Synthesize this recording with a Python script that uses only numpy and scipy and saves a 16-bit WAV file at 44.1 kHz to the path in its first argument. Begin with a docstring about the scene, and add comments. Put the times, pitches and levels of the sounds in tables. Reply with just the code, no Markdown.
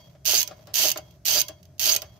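"""On a driveway, a socket ratchet turns a nut on an alloy car wheel, over a low outdoor rumble.
On each back swing a small catch, the pawl, rattles over the teeth, speeding up and then slowing to
a few separate clicks; these make the steel tool and the wheel ring. Then the pawl catches, the socket
knocks on the nut, and the forward stroke is only a faint rubbing. The car body and the yard echo."""
import numpy as np
import sys
import numpy as np
from scipy import signal
from scipy.fft import rfft, irfft, next_fast_len
from scipy.io import wavfile
from scipy.ndimage import uniform_filter1d

SR = 44100
rng = np.random.default_rng(int(sys.argv[2]) if len(sys.argv) > 2 else 0)


def generate_wav(signal):
    """Clip the signal to [-1, 1] and save it as 16-bit WAV at the path in sys.argv[1]."""
    frames = np.transpose(np.atleast_2d(signal))
    scaled = np.clip(frames, -1, 1) * 32767
    pcm = np.round(scaled).astype(np.int16)
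    wavfile.write(sys.argv[1], SR, pcm)


N = 96887
LEAD_IN = SR // 2   # samples before time zero, so earlier sounds can ring on
TOTAL = N + LEAD_IN
BOUNCE_S = .003   # the pawl bounces this long on each tooth


def from_db(db):
    """Turn decibels into a number to multiply by."""
    return 10 ** (np.asarray(db) / 20)


def coloured(x, table, channels=(1, 1)):
    """Make each pitch as loud as a table says; channels picks the column for each ear."""
    table, size = np.array(table, float), next_fast_len(TOTAL + SR // 4) // 2 * 2
    log_hz = np.log(np.maximum(np.arange(size // 2 + 1) * SR / size, 1))
    gains = from_db([np.interp(log_hz, np.log(table[:, 0]), table[:, c]) for c in channels])
    # fold the filter so that no sound comes out before it goes in
    cepstrum = irfft(np.log(gains))
    cepstrum[:, 1:size // 2] *= 2
    cepstrum[:, size // 2 + 1:] = 0
    return irfft(rfft(x, size) * np.exp(rfft(cepstrum)))[:, :TOTAL]


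def stereo_noise(likeness):
    """White noise; likeness is the share that both ears have in common."""
    white = rng.standard_normal((3, TOTAL))
    return np.sqrt(likeness) * white[0] + np.sqrt(1 - likeness) * white[1:]


def impulses(times, sizes):
    """One sharp tap at each time."""
    samples = (np.asarray(times) * SR).astype(int) + LEAD_IN
    return np.bincount(np.clip(samples, 0, TOTAL - 1), sizes, TOTAL)


def fading(power, decay_s):
    """Each burst of power dies away; its wave height falls to 37% in decay_s."""
    return signal.lfilter([1], [1, -np.exp(-2 / (decay_s * SR))], power + 1e-18)


def ring(taps, hz, ring_s):
    """Each tap starts a pure tone that fades by 60 dB in ring_s."""
    fade, turn = from_db(-60 / (ring_s * SR)), 2 * np.pi * hz / SR
    return signal.lfilter([0, np.sin(turn)], [1, -2 * fade * np.cos(turn), fade * fade], taps + 1e-18)


def outdoor_air():
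    """A steady low rumble, nearly alike in both ears, and a faint hiss."""
    # tone of the rumble and of the hiss: pitch_hz, level_db
    rumble = [(15, -72), (25, -58), (40, -48.5), (62, -32), (100, -28.5), (120, -28.5), (150, -32.5),
              (180, -34.5), (230, -49.5), (400, -48.5), (500, -61.5), (620, -38.5), (850, -69.5),
              (1500, -66.5), (3000, -72.5), (9000, -78.5)]
    hiss = [(200, -55), (1000, -60.5), (3000, -73.5), (6300, -64), (9000, -86.5), (12000, -72),
            (15000, -79)]
    return coloured(stereo_noise(likeness=.97), rumble) + coloured(stereo_noise(likeness=0), hiss)


def wheel_ring(times, speed, db):
    """The stud under the nut carries the clicks into the wheel, which rings on faintly."""
    # the wheel's own tones: pitch_hz, level_db, ring_s
    wheel_tones = [(397, -63.5, 0.061), (604, -63.5, 0.62), (660, -58, 0.067), (752, -59, 0.095),
                   (987, -62.5, 0.4), (1250, -69.5, 0.15), (2159, -61.5, 0.39), (3270, -59, 0.52),
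                   (4600, -60.5, 0.43)]
    wander, twin_gap_hz, twin_gain = 7.35, 9.2, .61   # wander is in radians per root second
    energy = impulses(times, from_db(db + 3 * speed) ** 2)
    energy = uniform_filter1d(energy, size=200, origin=99).clip(0)
    t, out = np.arange(TOTAL) / SR, 0
    for hz, level_db, ring_s in wheel_tones:
        phase = np.cumsum(2 * np.pi * hz / SR + wander * rng.standard_normal(TOTAL) / np.sqrt(SR))
        stored = fading(energy, ring_s / np.log(1000))
        # a weaker twin tone just above makes the ring throb
        gap_hz = twin_gap_hz * (.5 + rng.random())
        twin = twin_gain * np.sin(phase + 2 * np.pi * (gap_hz * t + rng.random()))
        out = out + from_db(level_db) * np.sqrt(stored) * (np.sin(phase) + twin)
    return out


def thread_rubbing():
    """The nut turns on its thread: a grainy rubbing that swells and stops with each forward stroke."""
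    # forward strokes: start_s, end_s, level_db
    strokes = [(-.12, .18, 0.5), (.46, .76, -1), (.96, 1.2, -1), (1.47, 1.73, -9), (2.0, 2.3, -1)]
    # tone of the rubbing: pitch_hz, left_db, right_db
    colour = [(200, -75, -50), (620, -44, -57.5), (1000, -48.5, -66), (1910, -68.5, -56.5),
              (6300, -64.5, -56), (8800, -71, -80), (12200, -82.5, -60), (15000, -89.5, -61.5)]
    grains_per_s = 270
    t = (np.arange(TOTAL) - LEAD_IN) / SR
    push = sum(from_db(db) * np.sin(np.pi * np.clip((t - start) / (end - start), 0, 1))
               for start, end, db in strokes)
    grains = fading(rng.random(TOTAL) < grains_per_s / SR, decay_s=.004)
    rubbing = push * np.sqrt(grains / grains.mean()) * stereo_noise(likeness=0)
    return coloured(rubbing, colour, channels=(1, 2))


def socket_knocks(times, speed, db):
    """The loose socket knocks dully on the nut, and rattles on it when the swing is fast."""
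    # knocks and brief grinds: start_s, level_db, rise_s, decay_s
    knocks = [(.15, -25.5, 0.00045, 0.01), (0.29, -8.5, 0.0027, .012), (0.33, -5, 0.0064, 0.006),
              (0.476, -20, 0.0043, 0.036), (0.51, -13, 0.0019, 0.0098), (0.591, -23.5, 0.0011, 0.005),
              (0.671, -19.5, 0.0019, 0.042), (.836, -6, 0.018, 0.01), (.958, -2.5, 0.0013, 0.0076),
              (0.982, -10.5, 0.0036, 0.005), (1.352, -4.5, 0.0097, 0.0053), (1.486, -12, 0.001, 0.017),
              (1.884, -18, 0.0094, 0.018), (1.943, -10, 0.0013, 0.024), (2.018, -17.5, 0.00067, 0.029)]
    # tone of a knock: pitch_hz, level_db
    colour = [(20, -61), (100, -36), (230, -34), (310, -15), (365, -21), (418, -14.5), (480, -21.5),
              (550, -12.5), (645, -6.5), (700, -14), (765, -10.5), (920, -30), (1050, -20.5), (1500, -24.5),
              (2200, -30), (5000, -30), (9000, -47), (15000, -58)]
    rattle_db, lean_left_db = db - 18.5 + 9 * speed, 1.36
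    power = fading(impulses(times, from_db(rattle_db) ** 2), decay_s=.0094)
    for start_s, knock_db, rise_s, decay_s in knocks:
        shape = fading(fading(impulses([start_s], [1]), 2 * rise_s), decay_s)
        power = power + from_db(knock_db) ** 2 * shape / shape.max()
    knocking = coloured(np.sqrt(power) * stereo_noise(likeness=.82), colour)
    return knocking * from_db([[lean_left_db], [-lean_left_db]])


def tooth_drops():
    """The pawl drops once per tooth. Gives times, speeds (0 is usual, +1 twice as fast) and levels."""
    # one list per back swing, the first over before time zero: time_s, teeth_per_s, level_db
    swings = [
        [(-.26, 140, -4), (-.16, 250, 7), (-.085, 70, -9)],
        [(.2532, 130, -1.5), (.275, 198, 1.5), (.345, 245, 0), (.382, 192, 0.5), (.412, 105, 2.5),
         (.428, 51, 0.5)],
        [(.7405, 138, -1.5), (.77, 210, 1), (.835, 255, 1.5), (.872, 195, -0.5), (.898, 90, 2),
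         (.9152, 58, 3.5)],
        [(1.2535, 132, -2.5), (1.283, 198, 1.5), (1.335, 260, -1), (1.37, 235, -1), (1.402, 130, 2),
         (1.4138, 88, 3)],
        [(1.7946, 140, -3), (1.84, 250, -1), (1.893, 280, 1), (1.925, 195, -2), (1.946, 105, -0.5),
         (1.9622, 46, 2.5)],
    ]
    usual_teeth_per_s, usual_jitter_s, spread_db = 215.4, .0006, 1.05
    drops = []
    for swing in swings:
        time_s, rate, db = np.transpose(swing)
        t = np.linspace(time_s[0], time_s[-1], SR // 20)
        passed = np.cumsum(np.interp(t, time_s, rate)) * (t[1] - t[0])
        count = max(round(passed[-1]), 1) + 1
        times = np.interp(np.linspace(0, passed[-1], count), passed, t)
        time_luck, level_luck = rng.standard_normal((128, 2))[:count].T
        speed = np.log2(np.interp(times, time_s, rate) / usual_teeth_per_s)
        jitter = usual_jitter_s * 2 ** speed * time_luck   # fast teeth skip more unevenly
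        jitter[0] = jitter[-1] = 0
        drops.append([times + jitter, speed, np.interp(times, time_s, db) + spread_db * level_luck])
    return np.hstack(drops)


def pawl_clicks(times, db):
    """Each drop of the pawl is a gritty cluster of bounces, followed by a short chatter."""
    # tone of a click: pitch_hz, left_db, right_db
    colour = [(200, -72, -43), (870, -33, -60), (1500, -48, -27), (1950, -30.5, -32), (2390, -31, -22.5),
              (2900, -22.5, -17.5), (3640, -21, -23.5), (4500, -24.5, -14), (5700, -24.5, -15.5),
              (6200, -24, -9.5), (7960, -25, -31), (9280, -34.5, -31), (10300, -26.5, -27),
              (12470, -27.5, -16), (15200, -30.5, -17)]
    t = np.arange(SR // 100) / SR
    bounces = np.sqrt(t) * np.exp(-(2 * t / BOUNCE_S) ** 2)
    power = impulses(times, from_db(db + 2.5) ** 2)
    power = np.convolve(power, bounces / bounces.sum())[:TOTAL]
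    snap, chatter = fading(power, decay_s=.00097), .6 * fading(power, decay_s=.0036)
    grit = np.exp(.14 * rng.standard_normal(TOTAL))   # the tiny contacts are uneven
    grit /= np.sqrt(np.mean(grit ** 2))
    clicks = np.sqrt(2 * (snap + chatter)) * stereo_noise(likeness=.067) * grit
    return coloured(clicks, colour, channels=(1, 2))


def tool_ring(times, speed, db):
    """Each click makes the steel handle and socket ring briefly; now and then a tone swells."""
    # the tool's own tones: pitch_hz, left_db, right_db, ring_s, db_per_doubling_of_speed
    tool_tones = [(2780, -45, -38.5, .018, 19.5), (3113, -32.5, -36.5, 0.037, 16),
                  (4720, -43, -22.5, 0.011, 2), (4794, -40.5, -31.5, 0.036, 8),
                  (6335, -32, -24.5, 0.042, 5), (11900, -55, -30.5, 0.029, -16),
                  (14080, -43.5, -61, .015, 11)]
    # swells of the ringing: middle_s, half_length_s, pitch_hz, boost_db
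    swells = [(0.354, .02, 4800, 12.5), (0.386, .012, 6335, 15.5), (0.87, .02, 6200, 8.5),
              (1.378, .015, 4800, 15.5), (1.392, .012, 6650, 17.5), (1.897, .018, 4930, 14.5),
              (1.923, .01, 6540, 18.5)]
    swell_width_hz, out = 500, np.zeros((2, TOTAL))
    for hz, left_db, right_db, ring_s, speed_db in tool_tones:
        strike_db = db + speed_db * np.maximum(speed, -.5)
        for middle_s, half_s, swell_hz, boost_db in swells:
            distance = ((times - middle_s) / half_s) ** 2 + ((hz - swell_hz) / swell_width_hz) ** 2
            strike_db += boost_db * np.exp(-distance)
        strike_s = times + BOUNCE_S / 2 * rng.random(512)[:len(times)]
        signs = rng.choice([-1, 1], size=512)[:len(times)]
        tone = ring(impulses(strike_s, from_db(strike_db) * signs), hz, ring_s)
        late_tone = np.roll(tone, round(SR / hz / 4))   # a quarter wave late at the left ear
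        out += [from_db(left_db) * late_tone, from_db(right_db) * tone]
    return out


def yard_echo(x, ring_s, channels):
    """The car body and the yard throw sound back as a fading wash, its bass alike in both ears."""
    # tone of the echoes: pitch_hz, short_echo_db, long_echo_db
    colour = [(300, -22, -7.5), (1500, -6, -22), (3000, -5.5, -25), (6000, -17.5, -18.5),
              (9000, -6.5, -44.5), (14000, -29, -24)]
    delay_s, wide_above_hz = .002, 400
    t = np.arange(SR // 2) / SR
    middle, side = rng.standard_normal((2, len(t)))
    side = signal.sosfilt(signal.butter(2, wide_above_hz, "high", fs=SR, output="sos"), side)
    tail = np.array([middle + side, middle - side]) * from_db(-60 * t / ring_s) * (t > delay_s)
    tail /= np.sqrt(np.sum(tail ** 2, axis=1, keepdims=True))
    blended = x + x[::-1] / 2   # each ear also gets half of the other side
    return coloured(signal.fftconvolve(blended, tail, axes=1)[:, :TOTAL], colour, channels)


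def scene():
    """Add up the ratchet, the wheel, their echoes, the rubbing and the outdoor air."""
    # the pawl catches or shifts between swings: time_s, level_db
    catches = [(0.2465, -23.5), (0.475, -10), (0.569, -39), (0.6703, -27.5), (0.736, -20), (0.973, -9),
               (0.9757, -12), (1.1083, -33.5), (1.2492, -21.5), (1.482, -13), (1.4846, -14), (1.6288, -31),
               (1.6529, -33.5), (1.781, -30.5), (2.0183, -9.5)]
    catch_s, catch_db = np.transpose(catches)
    times, speed, db = tooth_drops()
    click_s, click_db = np.r_[times, catch_s], np.r_[db, catch_db]
    click_speed = np.r_[speed, np.zeros_like(catch_s)]
    work = pawl_clicks(click_s, click_db) + tool_ring(click_s, click_speed, click_db)
    work += wheel_ring(times, speed, db) + socket_knocks(times, speed, db)
    echoes = yard_echo(work, ring_s=.1, channels=(1, 1)) + yard_echo(work, ring_s=.27, channels=(2, 2))
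    air = outdoor_air()
    return (work + thread_rubbing() + echoes + air)[:, LEAD_IN:]


def record(dry):
    """Take out the deepest bass, round off the peaks and cut the highest treble."""
    low_cut_hz, high_cut_hz = 16, 15600
    thinned = signal.sosfilt(signal.butter(2, low_cut_hz, "high", fs=SR, output="sos"), dry)
    return signal.sosfilt(signal.ellip(12, .2, 70, high_cut_hz, fs=SR, output="sos"), np.tanh(thinned))


dry = scene()
out = record(dry)
generate_wav(out)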